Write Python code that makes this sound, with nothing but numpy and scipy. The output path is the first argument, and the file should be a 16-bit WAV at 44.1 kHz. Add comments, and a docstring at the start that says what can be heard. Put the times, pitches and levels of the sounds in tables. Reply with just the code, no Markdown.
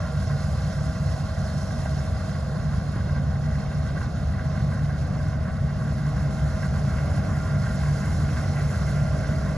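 """Far across a stubble field, a combine harvester cuts wheat and slowly draws nearer.
Engine, drum, rotor and pump drone as wavering sine tones; the gear whine throbs once a shaft turn.
Crop roar and chaff hiss are bands of noise that follow the beat of the sieves; rumble and growl lie below.
Loose panels ring when struck, and a few dull ticks and knocks are heard.
Short echoes and scattered sound join the direct sound at a hand-held pair of microphone ports."""
import sys
import numpy as np
from scipy import signal
from scipy.fft import rfft, irfft, next_fast_len
from scipy.io import wavfile

SR = 44100
rng = np.random.default_rng(int(sys.argv[2]) if len(sys.argv) > 2 else 0)


def wrap_up_sound(samples):
    """Save the sound to the file named by the first command line argument, as 16-bit audio."""
    columns = np.atleast_2d(samples).T
    # keep every value between -1 and 1, then stretch to whole-number steps
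    tamed = np.clip(columns, -1, 1)
    steps = np.round(tamed * 32767).astype(np.int16)
    wavfile.write(sys.argv[1], SR, steps)


N = 422017  # samples, about 9.57 s
SIZE = next_fast_len(N + 2048)  # padded length for work on frequencies
HZ = np.maximum(np.arange(SIZE // 2 + 1) * SR / SIZE, 1)

# Table levels come before nearing, wavering, the paths to the ports and the final trim.
# gear whine, wavering in pitch and level: start_s, pitch_hz, level_db, companion_level_db
GEAR = [(0, 633, -46.5, -53), (.5, 636, -49, -58), (.65, 640, -54, -58), (.8, 635.6, -45.5, -55),
        (1.3, 636.1, -48, -53), (1.8, 635, -48, -65), (2.4, 635, -50, -54), (3.2, 632.4, -55, -65),
        (3.9, 640, -48.5, -66), (4.13, 636, -60, -58), (4.45, 634, -46.5, -58), (4.75, 633.5, -54, -58),
        (5, 632, -51.5, -62), (5.4, 636, -47.5, -66), (6.1, 634, -50.5, -58), (6.6, 639, -45, -51),
        (7, 635.5, -48, -51.5), (7.75, 638, -44.5, -48.5), (8.1, 634, -50, -57), (8.7, 635, -50.5, -55),
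        (9.2, 636, -43.5, -51), (9.57, 635.8, -45, -57)]
COMPANION_RATIO = 2.2  # companion pitch over gear pitch
SHAFT_HZ, SHAFT_DEPTH = 23.35, 0.51  # once a turn the gear mesh tightens
FIRING_HZ, DRUM_HZ, PUMP_HZ, HUM_HZ = 95, 144.3, 293.4, 402.2
ROTOR_HZ = 10.71  # a slow rotor, heard by its multiples
# exhaust tones: multiple of the firing rate, level_db
EXHAUST = [(.5, -43.5), (1, -38.5), (2, -39.5), (3, -54)]
# rotor tones: multiple of the rotor rate, level_db
ROTOR = [(6, -39), (7, -42.5), (10, -40.5), (12, -47), (14, -44.5), (15, -43), (16, -50.5), (17, -54),
         (18, -49), (20, -53.5)]
# other steady tones: pitch_hz, level_db
FAINT_TONES = [(34, -53), (45.2, -47), (52.8, -50), (68, -39), (75.8, -40), (89.2, -40.5), (177.8, -46),
               (1157, -61)]
# threshing drum tone, its level rising and falling irregularly: start_s, level_db
DRUM = [(0, -34.5), (.45, -28.5), (1, -33), (3.1, -32.5), (3.7, -26.5), (4.1, -34), (4.8, -27),
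        (5.3, -33.5), (6.4, -25.5), (7.1, -32), (7.7, -26), (8.1, -31), (8.6, -25.5), (9.57, -32.5)]
# uneven throbs of the drum: rate_per_s, depth_db, start_turns
DRUM_THROBS = [(5.54, 2.5, 0.13), (2.72, 2.2, 0.54)]
# throb of the tone at half the drum pitch: rate_per_s, depth_db, start_turns
HALF_DRUM_THROB = (2.78, 4.0, 0.077)
HALF_DRUM_DB = -39
# pump and hum rising out of the noise: start_s, pump_db, pump_second_multiple_db, hum_db
HUMS = [(0, -52, -58, -59), (1.0, -51.5, -64, -63), (2.2, -53.5, -62, -56), (3.1, -51, -60, -56.5),
        (4, -51.5, -65, -51.5), (5.2, -49.5, -69, -61), (6.4, -47, -65, -54.5), (7.2, -47, -59, -50),
        (8.1, -47, -73, -53), (9, -44.5, -51, -51), (9.57, -48.5, -53, -45.5)]
# a second pump, nearly as fast, beats with the first: rate_per_s, share (0-1), start_turns
PUMP_BEAT = (.96, .7, .097)

# noise colours, before each layer is set to its level: pitch_hz, level_db (per Hz)
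RUMBLE_COLOUR = [(20, -50), (33, -16), (48, -19), (65, -4.5), (80, -2.5), (100, -4), (125, -5), (150, -2),
                 (175, -9.5), (200, -9), (240, -12.5), (275, -26), (330, -45), (450, -63)]
GROWL_COLOUR = [(200, -30), (300, 0), (350, 1), (420, -2), (470, 1), (520, .5), (600, -1.5), (800, 0),
                (910, -13), (1050, -42)]
ROAR_COLOUR = [(800, -22), (910, -8.5), (1050, 0.5), (1300, -0.5), (1550, -5.5), (1800, -6), (2100, -12.5),
               (2400, -16.5), (3000, -23), (3500, -27)]
HISS_COLOUR = [(1900, -28), (2500, -6), (3200, -5), (4300, -0.5), (5500, -2), (7000, -2.5), (9000, -5.5),
               (10200, -7), (11000, -15), (13500, -16.5), (14400, -23)]
# how well the air carries the treble, heard in chaff and fan hiss: start_s, level_db
HISS_LEVEL = [(0, -52), (.5, -48.5), (1.3, -50.5), (1.85, -49), (2.6, -52.5), (3.4, -55), (4.6, -51.5),
              (5.5, -54.5), (6.5, -50.5), (7.3, -48.5), (8.2, -48), (8.8, -48.5), (9.57, -51)]
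# layer levels: mean_db, db per dB of nearing, db per dB of hiss swing
RUMBLE_LEVEL, GROWL_LEVEL, ROAR_LEVEL = (-25.5, 0.75, 0.024), (-42, 0.59, 0.28), (-43.5, 1.4, 0.45)
# treble tilt: mean_db_per_octave, more per dB of nearing, more per dB of hiss swing
ROAR_BRIGHTENS = (0.1, 1.9, 0.25)
HISS_BRIGHTENS = (-0.63, 0.94, 0.42)
LOW_GROWL_FILLS = 1  # extra dB per dB of nearing, below 460 Hz
# brief surges and dips of the crop noise: middle_s, half_width_s, roar_db, hiss_db
SURGES = [(.03, .08, 5, 1.5), (.42, .05, 1, 1), (1.13, 0.11, 0, 1.5), (2.37, 0.046, 0.5, 0),
          (2.72, .05, 2.5, 1), (2.98, 0.041, 4, -0.5), (3.73, .04, 2, 2), (4.03, 0.032, 0, 2),
          (4.4, 0.097, 1, -2), (5.49, 0.027, 4, -1.5), (6.64, .03, 1, 2), (7.17, 0.037, -3, 4),
          (7.3, .3, 2, -3.5)]
SIEVE_HZ, SIEVE_START = 5.5, -0.18  # strokes a second, turns at the start
START_M, SPEED_M_PER_S = 64, 1.83  # the harvester comes straight on

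# clanks of loose panels and chains: start_s, strike_db
CLANKS = [(.2244, -33), (.9552, -35), (1.7065, -36), (3.4605, -38), (6.7401, -38), (8.8792, -31),
          (9.2439, -29.5), (3.007, -40), (3.0947, -32), (3.1614, -32), (3.7145, -32.5), (4.015, -29),
          (4.3914, -29.5), (4.5526, -35), (4.575, -32), (4.7242, -32.5), (4.7915, -37), (5.3308, -31.5),
          (6.6308, -25.5), (6.9147, -32), (6.9842, -28), (7.1741, -31), (7.5155, -33), (7.6658, -30),
          (7.8334, -33), (8.0371, -40), (8.3684, -30), (8.569, -29), (8.9735, -30), (9.2893, -33)]
RATTLES_PER_S, RATTLE_DB = 35, -45  # fainter clanks at random, lowest strike level
# ringing panel: pitch_hz, level_db, t60_s (time to fade by 60 dB)
PANEL = [(1155, -7.5, 0.021), (1481, -10, 0.043), (1550, -8, 0.03), (1928, -15.5, 0.045),
         (2130, -19, 0.027), (2680, -20, .02)]
# dull ticks and knocks: middle_s, peak_db, pitch_hz
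TICKS = [(1.8601, -21, 690), (1.987, -31, 650), (2.555, -25, 600), (2.9631, -24, 300), (3.075, -27, 349.4)]
TICK_CYCLES = 0.61  # half width of the bell

# echoes off ground, hand and body to each port: late_ms, gain (a factor)
LEFT_ECHOES = [(0.393, -0.22), (0.814, -0.25), (1.085, 0.13), (1.45, 0.25), (1.74, -0.21), (1.884, 0.34),
               (2.192, -0.094), (3.709, -0.0024)]
RIGHT_ECHOES = [(0.581, 0.088), (0.836, -0.1), (1.093, 0.025), (1.428, 0.18), (1.5, 0.059), (1.744, -0.13),
                (1.897, 0.23), (2.288, -0.23), (2.917, -0.11), (3.721, 0.033)]
ECHO_CUT_HZ, TREBLE_FROM_HZ = 8400, 3300
# the hand shifts and the air stirs:
# start_s, echo_factor, treble_echo_factor, scatter_db, treble_echo_later_ms
AIR = [(0, 0.98, 1.2, -3, -0.0043), (1.5, 0.99, 1.3, -1, 0.0083), (3.5, 0.99, 1.7, 1, -0.016),
       (4.5, 0.9, 0.82, -1, .015), (6, 0.83, 0.36, -1, 0.0026), (7.5, 0.92, 0.82, -1.5, 0.0029),
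       (9.57, 0.94, 0.51, -2, 0.026)]
# sound unlike at the two ports: pitch_hz, share_db
SCATTER = [(45, -9), (70, -15.5), (140, -17), (250, -18.5), (500, -12.5), (620, -3), (710, -10),
           (780, -3.5), (900, -5), (1050, -12.5), (2000, -9), (3000, -4), (4000, -1.5), (6600, -3.5),
           (8300, -62), (8900, -4.5), (9900, 0.5), (10500, -30), (11600, -26), (12100, -2), (12600, -31)]
# level difference between the ports: pitch_hz, left_over_right_db
PORT_BALANCE = [(40, 2), (140, 2.5), (200, 8), (280, 4), (420, -1.6), (490, -1.2), (690, -11), (860, -1.5),
                (990, -8.5), (1200, 0), (1400, -2.5), (1800, -1.5), (2100, -1.5), (3200, -2.5),
                (4300, -4.5), (5500, -7.5), (7000, -1), (8000, 0)]
# phase between the ports: pitch_hz, left_ahead_radians
PORT_PHASE = [(100, 0), (200, -.25), (330, -1.06), (420, -1.1), (650, 0.1), (745, 0.72), (910, -0.8),
              (1090, 0.9), (1400, 0.32), (1650, -0.23), (1800, 0.67), (2200, 0.5), (3200, 0.92),
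              (5400, 1.54), (5700, -0.5), (6600, 1), (8350, -3.5), (8950, -3), (10400, -6), (11700, -6),
              (12500, -9.5)]
# hollows of the housing before each port: pitch_hz, width_hz, left_db, right_db
HOUSING = [(2380, 65, 2, 3), (3000, 69, -1.5, -0.5), (4550, 90, -3, -2.5), (4430, 180, 0, 0),
           (4850, 140, 2, 0.5), (5150, 90, 4, 1), (5350, 140, -1, 2.5), (5940, 130, -1, 0.5),
           (6200, 150, 0, -1.5), (7400, 130, -0.5, -2.5)]
CUTOFF_HZ = 14400


def from_db(db):
    """Turn decibels into a plain factor."""
    return np.exp(np.asarray(db) * np.log(10) / 20)


def rms_one(x):
    """Scale a signal to an rms (average strength) of one."""
    return x / np.sqrt(np.mean(x ** 2) + 1e-20)


def in_time(rows):
    """Join the rows of a table by straight lines, one curve per column after the time."""
    s, *columns = np.transpose(rows)
    t = np.arange(N) / SR
    return [np.interp(t, s, column) for column in columns]


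def over_hz(points):
    """Read a table at every frequency, straight on a log axis."""
    hz, value = np.transpose(points)
    return np.interp(np.log(HZ), np.log(hz), value)


def shaped(x, response):
    """Multiply each frequency of a sound by a response."""
    return irfft(rfft(x, SIZE) * response, SIZE)[..., :N]


def drift(rate):
    """Slow random wandering with a spread of about one; a higher rate (Hz) wanders faster."""
    step = 40  # samples between computed points
    r = np.exp(-2 * np.pi * step * rate / SR)
    chance = rng.standard_normal(N // step + 2002)
    slow = signal.lfilter([1], [1, -2 * r, r * r], chance)[2000:]
    return np.interp(np.arange(N) / step, np.arange(len(slow)), rms_one(slow))


def cycle(per_s, start):
    """A steady swing between -1 and 1."""
    return np.cos(2 * np.pi * (per_s * np.arange(N) / SR + start))


def swing(db):
    """A level curve about its own mean."""
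    return db - db.mean()


def follows(law, first_db, second_db):
    """A mean value plus shares of two controls."""
    mean, first, second = law
    return mean + first * first_db + second * second_db


def tone(hz, db, waver_db, wander_hz):
    """A sine at an rms level, shaken in level and pitch by the air it crosses."""
    turns = np.cumsum(hz + wander_hz * drift(3.07)) / SR + rng.random()
    level = from_db(db + waver_db * drift(4.7))
    return np.sqrt(2) * level * np.sin(2 * np.pi * turns)


def multiples(hz, table, waver_db, wander):
    """Multiples of one shaft share its slightly uneven speed; each wavers in level on its own."""
    turns = hz * np.cumsum(1 + wander * drift(0.94)) / SR
    out = np.zeros(N)
    for multiple, db in table:
        level = from_db(db + waver_db * drift(2.5))
        out += np.sqrt(2) * level * np.sin(2 * np.pi * (multiple * turns + rng.random()))
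    return out


def patchy_noise(colour, edges, shared_db, own_db, own_rate, slow_db=0):
    """Coloured noise in bands; each follows the shared gain and flickers on its own.
    Shape (band, path, time): the direct path and one scattered path to each port."""
    noise = rfft(rng.standard_normal((3, SIZE))) * from_db(over_hz(colour))
    noise = noise.astype(np.complex64)
    bands = np.array([irfft(noise * ((HZ >= low) & (HZ < high)), SIZE)[:, :N]
                      for low, high in zip(edges, edges[1:])])
    flicker_db = np.array([own_db * drift(own_rate) + slow_db * drift(3.2) for _ in bands])
    bands *= from_db(shared_db + flicker_db)[:, None]
    return bands / np.sqrt(np.mean(bands.sum(axis=0) ** 2))


def tilted(bands, octaves, tilt_db):
    """Add the bands, each lifted by a changing tilt times its octaves from the pivot."""
    return (bands * from_db(octaves * tilt_db)[:, None]).sum(axis=0)


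def nearing():
    """Gain in dB from the shrinking distance, about its mean."""
    distance_m = START_M - SPEED_M_PER_S * np.arange(N) / SR
    return swing(-20 * np.log10(distance_m))


def surges():
    """Bell-shaped lifts and dips of roar and hiss, in dB."""
    s, width_s, *db = np.transpose(SURGES)
    t = np.arange(0, N / SR + .01, .002)
    bells = np.exp(-((t - s[:, None]) / width_s[:, None]) ** 2)
    return in_time(np.c_[t, (np.array(db) @ bells).T])


def sieve_beat():
    """Gain in dB: the sieves throw the crop to and fro, every second stroke stronger."""
    turns = SIEVE_HZ * np.arange(N) / SR + SIEVE_START + .04 * drift(0.78)
    return 0.92 * np.cos(2 * np.pi * turns) + 0.59 * np.cos(np.pi * turns)


def ticks():
    """Dull ticks and knocks: a few swings of a wave under a bell-shaped envelope."""
    out, t = np.zeros(N), np.arange(-400, 400) / SR
    for s, db, hz in TICKS:
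        bell = np.exp(-(t * hz / TICK_CYCLES) ** 2)
        out[round(s * SR) - 400:][:800] += from_db(db) * np.cos(2 * np.pi * hz * t) * bell
    return out


def struck(events, modes, spread_db):
    """A short burst of soft touches rings every mode with a strength of its own."""
    s, strike_db = np.transpose(events)
    chance = rng.standard_normal((len(s), len(modes), 6))
    out = np.zeros(N)
    # tick, hit and four bounces (s late, dB)
    touches = [(-.007, -7.5), (0, 1), (.003, -1.5), (.014, -6), (.021, -3.5), (.029, -7)]
    for k, (hz, db, t60) in enumerate(modes):
        clicks = np.full(N, 1e-18)
        for touch, (late_s, touch_db) in enumerate(touches):
            at = np.clip(((s + late_s) * SR).astype(int), 0, N - 1)
            clicks[at] += from_db(strike_db + db + touch_db + spread_db * chance[:, k, touch])
        # a resonator that fades by 60 dB in t60 seconds
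        r, w = from_db(-60 / (t60 * SR)), 2 * np.pi * hz / SR
        out += signal.lfilter([0, np.sin(w)], [1, -2 * r * np.cos(w), r * r], clicks)
    band = signal.butter(2, [900, 2600], "band", fs=SR, output="sos")
    return signal.sosfilt(band, out)


def clatter():
    """Loose panels ring with clear clanks and a random patter of fainter ones."""
    draws = rng.random((600, 2))
    times_s = np.cumsum(-np.log(draws[:, 0])) / RATTLES_PER_S
    patter = np.c_[times_s, RATTLE_DB + 8.0 * draws[:, 1] ** 2]
    patter = patter[patter[:, 0] < N / SR]
    return struck(CLANKS, PANEL, spread_db=2.5) + struck(patter, PANEL, spread_db=4.0)


def rumble(near_db, hiss_swing_db):
    """Low noise in two bands that flicker slowly."""
    noise = patchy_noise(RUMBLE_COLOUR, [10, 110, 500], 0, own_db=0.85, own_rate=3.5).sum(axis=0)
    return from_db(follows(RUMBLE_LEVEL, near_db, hiss_swing_db)) * noise


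def growl(near_db, hiss_swing_db):
    """Middle noise in two bands, the lower one filling out as the machine nears."""
    low, high = patchy_noise(GROWL_COLOUR, [150, 460, 1100], 0, own_db=0.64, own_rate=4.6)
    noise = from_db(LOW_GROWL_FILLS * near_db) * low + high
    return from_db(follows(GROWL_LEVEL, near_db, hiss_swing_db)) * noise


def hiss(near_db, hiss_db, surge_db, beat, gust):
    """Chaff and fan air: bright noise in fast-flickering bands."""
    edges = np.array([1800, 2900, 3900, 4600, 5150, 6500, 16000])
    shared_db = 0.1 * beat + 0.72 * gust
    bands = patchy_noise(HISS_COLOUR, edges, shared_db, own_db=1.05, own_rate=28.0, slow_db=0.6)
    tilt_db = follows(HISS_BRIGHTENS, near_db, swing(hiss_db))
    noise = tilted(bands, np.log2(edges[:-1, None] / 4500), tilt_db)
    return from_db(hiss_db + surge_db) * noise


def roar(near_db, hiss_swing_db, surge_db, beat, gust):
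    """Crop rushing through the machine: noise bands that follow the sieves."""
    shared_db = np.array([[.9], [1.1], [.45]]) * beat + 0.26 * gust
    bands = patchy_noise(ROAR_COLOUR, [720, 1300, 1950, 3710], shared_db, own_db=1.16, own_rate=11.6)
    octaves = np.log2([[1000 / 1500], [1], [2300 / 1500]])
    noise = tilted(bands, octaves, follows(ROAR_BRIGHTENS, near_db, hiss_swing_db))
    return from_db(follows(ROAR_LEVEL, near_db, hiss_swing_db) + surge_db) * noise


def gear_whine():
    """The mesh tone throbs at shaft rate, which puts a side tone above and below it."""
    hz, db, companion_db = in_time(GEAR)
    shaft_turns = np.cumsum(SHAFT_HZ + 1.297 * drift(0.79)) / SR
    throb = 1 + SHAFT_DEPTH * np.sin(2 * np.pi * shaft_turns)
    mesh = throb * tone(hz, db, waver_db=1.0, wander_hz=0.707)
    return mesh + tone(COMPANION_RATIO * hz, companion_db, waver_db=2.5, wander_hz=0.78)


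def threshing_drum(near_db):
    """The drum tone and a tone at half its pitch, both throbbing unevenly."""
    drum_db = in_time(DRUM)[0]
    drum_db = drum_db + sum(db * cycle(per_s, start) for per_s, db, start in DRUM_THROBS)
    per_s, depth_db, start = HALF_DRUM_THROB
    half_db = HALF_DRUM_DB + near_db + depth_db * cycle(per_s, start)
    drum_tone = tone(DRUM_HZ, drum_db, waver_db=1.0, wander_hz=0.33)
    return drum_tone + tone(DRUM_HZ / 2, half_db, waver_db=3.5, wander_hz=0.13)


def pump_and_hum():
    """Two pumps close in speed swell and sink together as one beating tone, beside a hum."""
    pump_db, second_db, hum_db = in_time(HUMS)
    per_s, share, start = PUMP_BEAT
    # strength of two sines added, one slowly slipping past the other
    beating = np.sqrt(1 + share ** 2 + 2 * share * cycle(per_s, start))
    out = beating * tone(PUMP_HZ, pump_db, waver_db=0.6, wander_hz=0.25)
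    out += tone(HUM_HZ, hum_db, waver_db=2.0, wander_hz=0.576)
    return out + tone(2 * PUMP_HZ, second_db, waver_db=5.0, wander_hz=1.0)


def drone(near_db):
    """Turning parts add up: exhaust and rotor multiples, steady tones, drum, pump and hum."""
    shafts = multiples(FIRING_HZ, EXHAUST, waver_db=2.0, wander=0.003)
    shafts += multiples(ROTOR_HZ, ROTOR, waver_db=1.2, wander=0.0014)
    faint = sum(tone(hz, db + near_db, waver_db=2.3, wander_hz=0.18) for hz, db in FAINT_TONES)
    return from_db(near_db) * shafts + faint + threshing_drum(near_db) + pump_and_hum()


def machine():
    """All that the harvester sends across the field: (direct, scattered left, scattered right)."""
    near_db = nearing()
    hiss_db, = in_time(HISS_LEVEL)
    hiss_swing_db = swing(hiss_db)
    roar_surge_db, hiss_surge_db = surges()
    beat, gust = sieve_beat(), drift(6.5)
    out = rumble(near_db, hiss_swing_db) + growl(near_db, hiss_swing_db)
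    out += hiss(near_db, hiss_db, hiss_surge_db, beat, gust)
    out += roar(near_db, hiss_swing_db, roar_surge_db, beat, gust)
    out[0] += clatter() + gear_whine() + drone(near_db)  # these are not scattered
    return out


def echoes(table):
    """Response of short, dulled echoes; with the direct sound they form a comb."""
    late = sum(gain * np.exp(-2j * np.pi * HZ * ms / 1000) for ms, gain in table)
    return late / (1 + (HZ / ECHO_CUT_HZ) ** 8)


def scattered(paths):
    """What crop, trees and moving air scatter is unrelated at the two ports."""
    return shaped(paths, from_db(over_hz(SCATTER)))


def scene():
    """The machine reaches each port directly, by near echoes and scattered; ticks join in."""
    direct, *paths = machine()
    strength, treble_strength, scatter_db, later_ms = in_time(AIR)
    response = np.array([echoes(LEFT_ECHOES), echoes(RIGHT_ECHOES)])
    treble = 1 / (1 + (TREBLE_FROM_HZ / HZ) ** 6)
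    at = np.arange(N)
    # treble echoes arrive a little later or sooner as time goes on
    moving = np.array([np.interp(at - later_ms * SR / 1000, at, side)
                       for side in shaped(direct, response * treble)])
    near = strength * shaped(direct, response * (1 - treble)) + treble_strength * moving
    far = from_db(scatter_db) * scattered(np.array(paths))
    return from_db(-1.0) * (direct + near + ticks() + far)


def housing():
    """Hollows before each port lift or dip narrow bell-shaped ranges."""
    hz, width_hz, *db = np.transpose(HOUSING)
    bells = np.exp(-((HZ - hz[:, None]) / width_hz[:, None]) ** 2)
    return from_db(np.array(db) @ bells)


def record(dry):
    """The two ports differ in level and phase; the top is cut."""
    phase = np.interp(HZ, *np.transpose(PORT_PHASE))
    # each port takes half the difference, in opposite directions
    half = from_db(over_hz(PORT_BALANCE) / 2) * np.exp(.5j * phase)
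    fade_in = np.minimum(np.arange(N) / 150, 1)
    ports = shaped(dry * fade_in, np.array([half, 1 / half]) * housing())
    top_cut = signal.ellip(10, .5, 70, CUTOFF_HZ, fs=SR, output="sos")
    return signal.sosfilt(top_cut, ports)


dry = scene()
out = record(dry)
wrap_up_sound(out)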